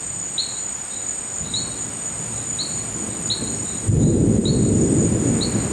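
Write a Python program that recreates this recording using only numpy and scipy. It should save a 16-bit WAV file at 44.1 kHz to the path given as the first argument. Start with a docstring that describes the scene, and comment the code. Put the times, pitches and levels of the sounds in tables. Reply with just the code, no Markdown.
"""Night storm with crickets and frogs

Thunder, the shock waves of lightning, mutters, then breaks into a long low peal that pushes a camera's
gain down. Two kinds of cricket trill by stridulation, a third warbles, and a katydid ticks its wings.
Tree frogs take turns with rising peeps, near and far, and the trees echo them. A thin whistle sounds
far off, a stalk snaps, and a breeze rises over the hush of the air."""
import sys
import numpy as np
from scipy import signal
from scipy.fft import rfft, irfft, next_fast_len
from scipy.io import wavfile
from scipy.ndimage import uniform_filter1d, map_coordinates

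SR = 44100
rng = np.random.default_rng(int(sys.argv[2]) if len(sys.argv) > 2 else 0)


def output_pcm(signal):
    """Save a mono or channel-first signal as 16-bit PCM at the path in sys.argv[1].

    Samples are clipped to [-1, 1] before scaling.
    """
    pcm = np.clip(np.atleast_2d(signal).T, -1, 1) * 32767
    wavfile.write(sys.argv[1], SR, np.round(pcm).astype(np.int16))


N = 252252


def thunder():
    """Incoherent shocks add in power; absorption over distance leaves a low boom and a slower roll."""
    # peals: t/s, boom rise/s, boom level/dB, roll level/dB, boom decay/(dB/s)
    peals = [(0.0, 0.066, -39.5, -44.5, 33), (1.34, 0.13, -32.5, -37, 23), (2.08, 0.2, -37, -39.5, 0),
             (2.9, .075, -44, -33, 35.5), (3.385, 0.02, -40, -31, 39), (3.825, 0.016, -28, -29, 21),
             (3.87, 0.092, -10.8, -13, 13.5), (4.55, 0.094, -23, -21, 6.5)]
    # spectra of boom and roll: f/Hz, relative level/dB
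    boom_spectrum = [(15, -42), (30, -27), (55, -12), (80, -6), (112, -1.5), (160, -2.5), (200, -11.5),
                     (320, -54), (600, -120)]
    roll_spectrum = [(80, -60), (150, -21.5), (190, 1), (260, -2), (350, -5), (460, -10.5), (600, -21.5),
                     (800, -30.5), (1300, -50), (3000, -91)]
    # strong shock fronts: t/s, relative level/dB, f/Hz
    fronts = [(3.885, -3.5, 106), (3.972, -3.5, 132), (4.157, -5, 114), (4.238, -3.5, 306),
              (4.384, -1.5, 200)]
    boom_power = roll_power = amp(-54.5) ** 2  # the far storm never falls silent
    for s, rise, boom_db, roll_db, fade_db in peals:
        boom_power += (amp(boom_db) * peal(s, rise, fade_db)) ** 2
        roll_power += (amp(roll_db) * peal(s, rise * 2.2, fade_db / 1.31)) ** 2
    boom = np.sqrt(boom_power) * amp(0.35 * wobble(15)) * coloured(shocks(rate=1500), boom_spectrum)
    roll = np.sqrt(roll_power) * amp(0.53 * wobble(18)) * coloured(shocks(rate=700), roll_spectrum)
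    claps, t = np.zeros(N), clock(SR // 8)
    for s, db, hz in fronts:
        cycles = t * hz  # each front swings for a cycle or two
        add(claps, s, amp(db - 1) * cycles * np.exp(1 - cycles) * np.sin(2 * np.pi * cycles))
    return boom + roll + claps


def peal(s, rise, fade_db):
    """Travel time shapes the envelope: farther parts of a flash arrive later and weaker."""
    t = clock() - s
    return np.sin(np.pi / 2 * np.clip(t / rise, 0, 1)) * amp(-fade_db * np.maximum(t - rise, 0))


def shocks(rate):
    """Kinks in a lightning channel radiate random impulses, which a house wall reflects."""
    kicks = (rng.random(N) < rate / SR) * rng.choice([-1, 1], N)
    return kicks + 0.33 * delayed(kicks, .018)


def cricket(hz, rate, fall_hz, scatter_hz, wet):
    """Stridulation: each wing closure draws the file across the scraper, giving a falling tone."""
    strokes = np.cumsum(rate * (1 + .02 * wobble(5))) / SR + rng.random()
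    progress = np.minimum(strokes % 1 / .7, 1)  # sounding for 70% of each cycle
    pitch = hz - fall_hz * (progress - .5) + scatter_hz * wobble(50)
    phase = 1.16 * rng.standard_normal(1000)[strokes.astype(int)]  # each stroke starts out of step
    envelope = np.sin(np.pi * progress) * amp(1.5 * wobble(21))
    song = envelope * (tone(pitch, phase) + amp(-46) * tone(2 * pitch, phase))
    return unit(song + wet * trees(song, t60=0.13, build=.003))


def low_crickets():
    """Superposition of singers near 7 kHz, each chirping at its own pace; the chorus surges at times."""
    # singers: f/Hz, stroke rate/Hz, fall per stroke/Hz, chirp rate/Hz, droop per chirp/Hz, rel. level/dB
    singers = [(6986, 32, 50, 2.1, 21, -5.5), (7050, 35.5, 260, 3.9, 243.5, -7),
               (6923, 48, 380, 4.2, 261.7, -5.5), (6812, 27, 180, 4, 195, -11.5),
               (6850, 90, 760, 5.1, 152, -15)]
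    # loud chirps of the chorus: t/s
    surges = [1.1, 1.39, 1.6, 1.83, 2.06, 2.76, 3.28, 4.08, 4.35, 5.02, 5.28]
    chorus = np.zeros(N)
    for hz, rate, fall_hz, pace, droop_hz, db in singers:
        progress = (pace * clock() + 0.1505 * wobble(2) + rng.random()) % 1
        song = cricket(hz - droop_hz * (progress - .5), rate, fall_hz, scatter_hz=18, wet=0.96)
        chorus += amp(db) * (1.35 + np.sin(np.pi * progress)) * song
    surge_db = 6 * bumps(surges, half_s=.05) - 2.5 * bumps(surges, half_s=.15)  # easing off either side
    return amp(-30 + 0.46 * wobble(9) + surge_db) * unit(chorus)


def high_crickets():
    """Steady stridulation near 8.4 kHz; at times the nearest singer rests and the others soften."""
    # singers, nearest first: f/Hz, stroke rate/Hz, fall per stroke/Hz, level/dB
    singers = [(8382, 33, 70, -36.5), (8393, 39.8, 670, -37), (8146, 43, 780, -43.5)]
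    # centres of the rests: t/s
    rests = [.25, .8, 1.46, 2.93, 3.99, 4.51, 5.15]
    near, *others = [amp(db) * cricket(hz, rate, fall_hz, scatter_hz=27.93, wet=0.85)
                     for hz, rate, fall_hz, db in singers]
    resting = bumps(rests, half_s=0.036, power=4)
    return near * np.clip(1 - resting, 0, 1) + sum(others) * (1 - 0.3 * resting)


def warbling_cricket():
    """Frequency modulation: the pitch arches over every stroke of a thin trill that warms up."""
    # course of the trill: t/s, f/Hz, level/dB
    course = [(0, 8950, -68), (.5, 9320, -65), (.9, 9350, -52), (1.7, 9480, -49), (2.3, 9600, -47.5),
              (3.3, 9570, -47), (5.72, 9410, -45)]
    hz, db = curves(course)
    strokes = np.cumsum(41.7 * (1 + .005 * wobble(3))) / SR
    arch = np.sin(np.pi * strokes) ** 2
    song = (0.13 + arch) * tone(hz + 480 * (arch - .66) + 18 * wobble(45))
    return amp(db) * unit(song + 0.81 * trees(song, t60=0.21, build=0.001))


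def katydid():
    """Heavily damped wing ticks, single or in runs, each a burst of very high noise."""
    # runs: first t/s, last t/s, level/dB
    runs = [(.442, .45, -44), (2.635, 2.71, -43), (3.084, 3.9, -45), (4.53, 4.54, -43.5),
            (5.386, 5.71, -43)]
    tick_rate_hz, t60 = 16.27, 0.012
    ticks, t = np.zeros(N), clock(SR // 50)
    for first, last, db in runs:
        for s in np.arange(first, last, 1 / tick_rate_hz):
            add(ticks, s, amp(db + rng.normal(0, 1.6) - 60 * t / t60))
    return ticks * noise([(5000, -40), (9000, -1), (11000, 3), (13000, -5), (15500, -12)])


def peep(length, start_hz, end_hz, sag_db=0, flick_hz=0):
    """A frequency glide, as from a frog's throat: one rising whistle that may open with a quick flick."""
    t = clock(int(length * SR))
    progress = t / length
    glide_hz = (end_hz - start_hz) * np.sin(np.pi / 2 * progress) ** 1.31
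    pitch = start_hz + glide_hz - flick_hz * np.exp(-t / 0.00046)
    envelope = np.minimum(t / 0.0007, 1) * np.minimum((1 - progress) / 0.38, 1)
    sag = amp(-sag_db * np.exp(-((progress - .45) / 0.24) ** 2))
    return envelope * sag * tone(pitch)


def near_frogs():
    """Peeps arrive directly, by reflection from ground and walls, and by scattering from trees."""
    # peeps: t/s, length/s, end f/Hz, relative level/dB, mid-call sag/dB, opening flick/Hz
    peeps = [(.380, 0.032, 4390, -17, 2.5, 900), (1.538, .06, 4390, -19, 9.5, 200),
             (2.587, .044, 4550, -26, -4, 300), (3.301, .027, 4380, -17, 2, 900),
             (4.454, 0.0513, 4405, -19, 10, 200), (5.409, 0.039, 4540, -25.5, -3.5, 300)]
    # reflections from ground and walls: delay/s, amplitude ratio
    echoes = [(.0095, 0.41), (.014, 0.42), (0.021, .3), (.026, 0.29)]
    direct, blur = np.zeros(N), np.zeros(N)
    for s, length, end_hz, db, sag_db, flick_hz in peeps:
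        call = amp(db - 1.5) * peep(length, 3814, end_hz, sag_db, flick_hz)
        add(direct, s, call)
        add(blur, s + .012, amp(-4.5) * trees(call, t60=0.48, build=0.0021))
        add(blur, s + .16, amp(-17) * trees(call, t60=0.38, build=.001))  # from the edge of the trees
    return direct + sum(share * delayed(direct, s) for s, share in echoes) + blur


def far_calls(calls, length, start_hz, end_hz):
    """Reverberation: distant calls arrive only as a blur, drawn out by the trees."""
    blur, call = np.zeros(N), peep(length, start_hz, end_hz)
    for s, db in calls:
        add(blur, s, amp(db + 7) * trees(call, t60=16 * length, build=2 * length))
    return blur


def far_frogs():
    """Distant peeps, heard through scattering alone."""
    # peeps: t/s, relative level/dB
    calls = [(.885, -43.5), (1.42, -43), (2.31, -49), (3.07, -51), (3.64, -44), (3.99, -41.5)]
    return far_calls(calls, length=.031, start_hz=3660, end_hz=4220)


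def far_whistle():
    """A thin whistle, smeared by reverberation."""
    # whistles: t/s, relative level/dB
    calls = [(1.47, -56), (3.48, -55), (4.7, -53.5)]
    return far_calls(calls, length=.055, start_hz=5400, end_hz=5600)


def stalk():
    """A stalk snaps in the grass: a bright transient with exponential decay."""
    envelope, t60 = np.zeros(N), .04
    add(envelope, 3.273, amp(-28 - 60 * clock(SR // 20) / t60))
    return envelope * noise([(3000, -32), (4600, -7), (6000, -18), (7000, 1), (8000, -14), (12000, -35)])


def air():
    """Broadband noise: the hush of the night, and a breeze rising in the leaves."""
    # spectra of night air and leaves: f/Hz, relative level/dB
    hush_spectrum = [(20, -12), (72, 5.5), (200, 5), (400, 0), (750, -0.5), (1200, -3.5), (2300, -6),
                     (3200, -9), (6000, -12.5), (7500, -10), (9000, -8.5), (10300, -16), (12000, -26),
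                     (13300, -30), (15600, -39)]
    leaf_spectrum = [(150, -29), (500, 13), (900, 7), (1500, 2.5), (2400, -2), (4000, -23), (9000, -48),
                     (15000, -47)]
    # envelopes of hush and breeze: t/s, level/dB
    hush_levels = [(0, -38.5), (3, -37.5), (5, -38.5), (5.72, -35.5)]
    breeze_levels = [(0, -62), (1.4, -47.5), (3.3, -44), (4.8, -45), (5.15, -41.5), (5.45, -38),
                     (5.72, -38)]
    hush = amp(curves(hush_levels)[0] + .3 * wobble(5)) * noise(hush_spectrum)
    breeze = amp(curves(breeze_levels)[0] + 1.1 * wobble(10)) * noise(leaf_spectrum)
    return hush + breeze


def trees(x, t60, build, echoes_per_s=3000):
    """Scattering from trunks and leaves: dense echoes build up and die away (t60 and build in s)."""
    t = clock(SR * 3 // 4)
    echoes = rng.standard_normal(len(t)) * (rng.random(len(t)) < echoes_per_s / SR)
    tail = echoes * amp(-60 * t / t60) * (1 - np.exp(-t / build))
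    return signal.fftconvolve(x, tail / np.linalg.norm(tail))[:N]


def amp(db):
    """Amplitude ratio of a level in dB."""
    return 10 ** (np.asarray(db) / 20)


def unit(x):
    """Normalisation to rms 1."""
    return x / np.sqrt(np.mean(x ** 2) + 1e-20)


def clock(n=N):
    """Sample times t/s."""
    return np.arange(n) / SR


def curves(rows):
    """Linear interpolation of each column after t/s, one value a sample."""
    times, *columns = np.transpose(rows)
    return [np.interp(clock(), times, column) for column in columns]


def bumps(times, half_s, power=2):
    """Gaussian pulses centred on the times; a higher power flattens their tops."""
    return sum(np.exp(-((clock() - s) / half_s) ** power) for s in times)


def wobble(rate):
    """Smooth random modulation, rate knots a second."""
    knots = rng.standard_normal(int(N * rate / SR) + 4)
    return map_coordinates(knots, [clock() * rate], mode="nearest")


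def filtered(x, response):
    """Linear filtering: the spectrum times a frequency response."""
    size = next_fast_len(N + SR // 2)
    return irfft(rfft(x, size) * response(np.fft.rfftfreq(size, 1 / SR)), size)[:N]


def coloured(x, spectrum):
    """Spectral shaping by (f/Hz, level/dB) points, at rms 1."""
    f, db = np.transpose(spectrum)
    return unit(filtered(x, lambda hz: amp(np.interp(np.log(hz + 1), np.log(f), db))))


def noise(spectrum):
    """Gaussian noise shaped by (f/Hz, level/dB) points."""
    return coloured(rng.standard_normal(N), spectrum)


def delayed(x, s):
    """Propagation delay of s seconds."""
    return np.interp(clock() - s, clock(), x, left=0)


def tone(hz, phase=0):
    """A sine of rms 1 whose phase is the integral of frequency."""
    return np.sqrt(2) * np.sin(2 * np.pi * np.cumsum(hz) / SR + phase)


def add(track, s, sound):
    """Superpose a sound on the track at time s."""
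    part = track[max(round(s * SR), 0):][:len(sound)]
    part += sound[:len(part)]


def scene():
    """Pressures from all sources add at a single microphone."""
    insects = low_crickets() + high_crickets() + warbling_cricket() + katydid()
    calls = near_frogs() + far_frogs() + far_whistle()
    mono = thunder() + insects + calls + stalk() + air()
    return np.array([mono, mono])


def gain_control(x, limit_db, recovery_db_per_s, window_samples):
    """Automatic gain control: mean power above the limit cuts the gain, which recovers steadily."""
    power = uniform_filter1d(x[0] ** 2, size=window_samples)
    excess_db = np.maximum(10 * np.log10(np.abs(power) + 1e-12) - limit_db, 0)
    ramp = recovery_db_per_s * clock()
    cut_db = np.maximum.accumulate(excess_db + ramp) - ramp
    return x * amp(-uniform_filter1d(cut_db, size=200))


def record(dry):
    """Compression and band limiting: the camera rides its gain slowly, ducks peaks and cuts the top."""
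    top_hz = 15750
    ridden = gain_control(dry, limit_db=-13, recovery_db_per_s=8.5, window_samples=1300)
    limited = gain_control(ridden, limit_db=-13, recovery_db_per_s=69, window_samples=400)
    return np.array([filtered(channel, lambda hz: hz < top_hz) for channel in limited])


dry = scene()
out = record(dry)
output_pcm(out)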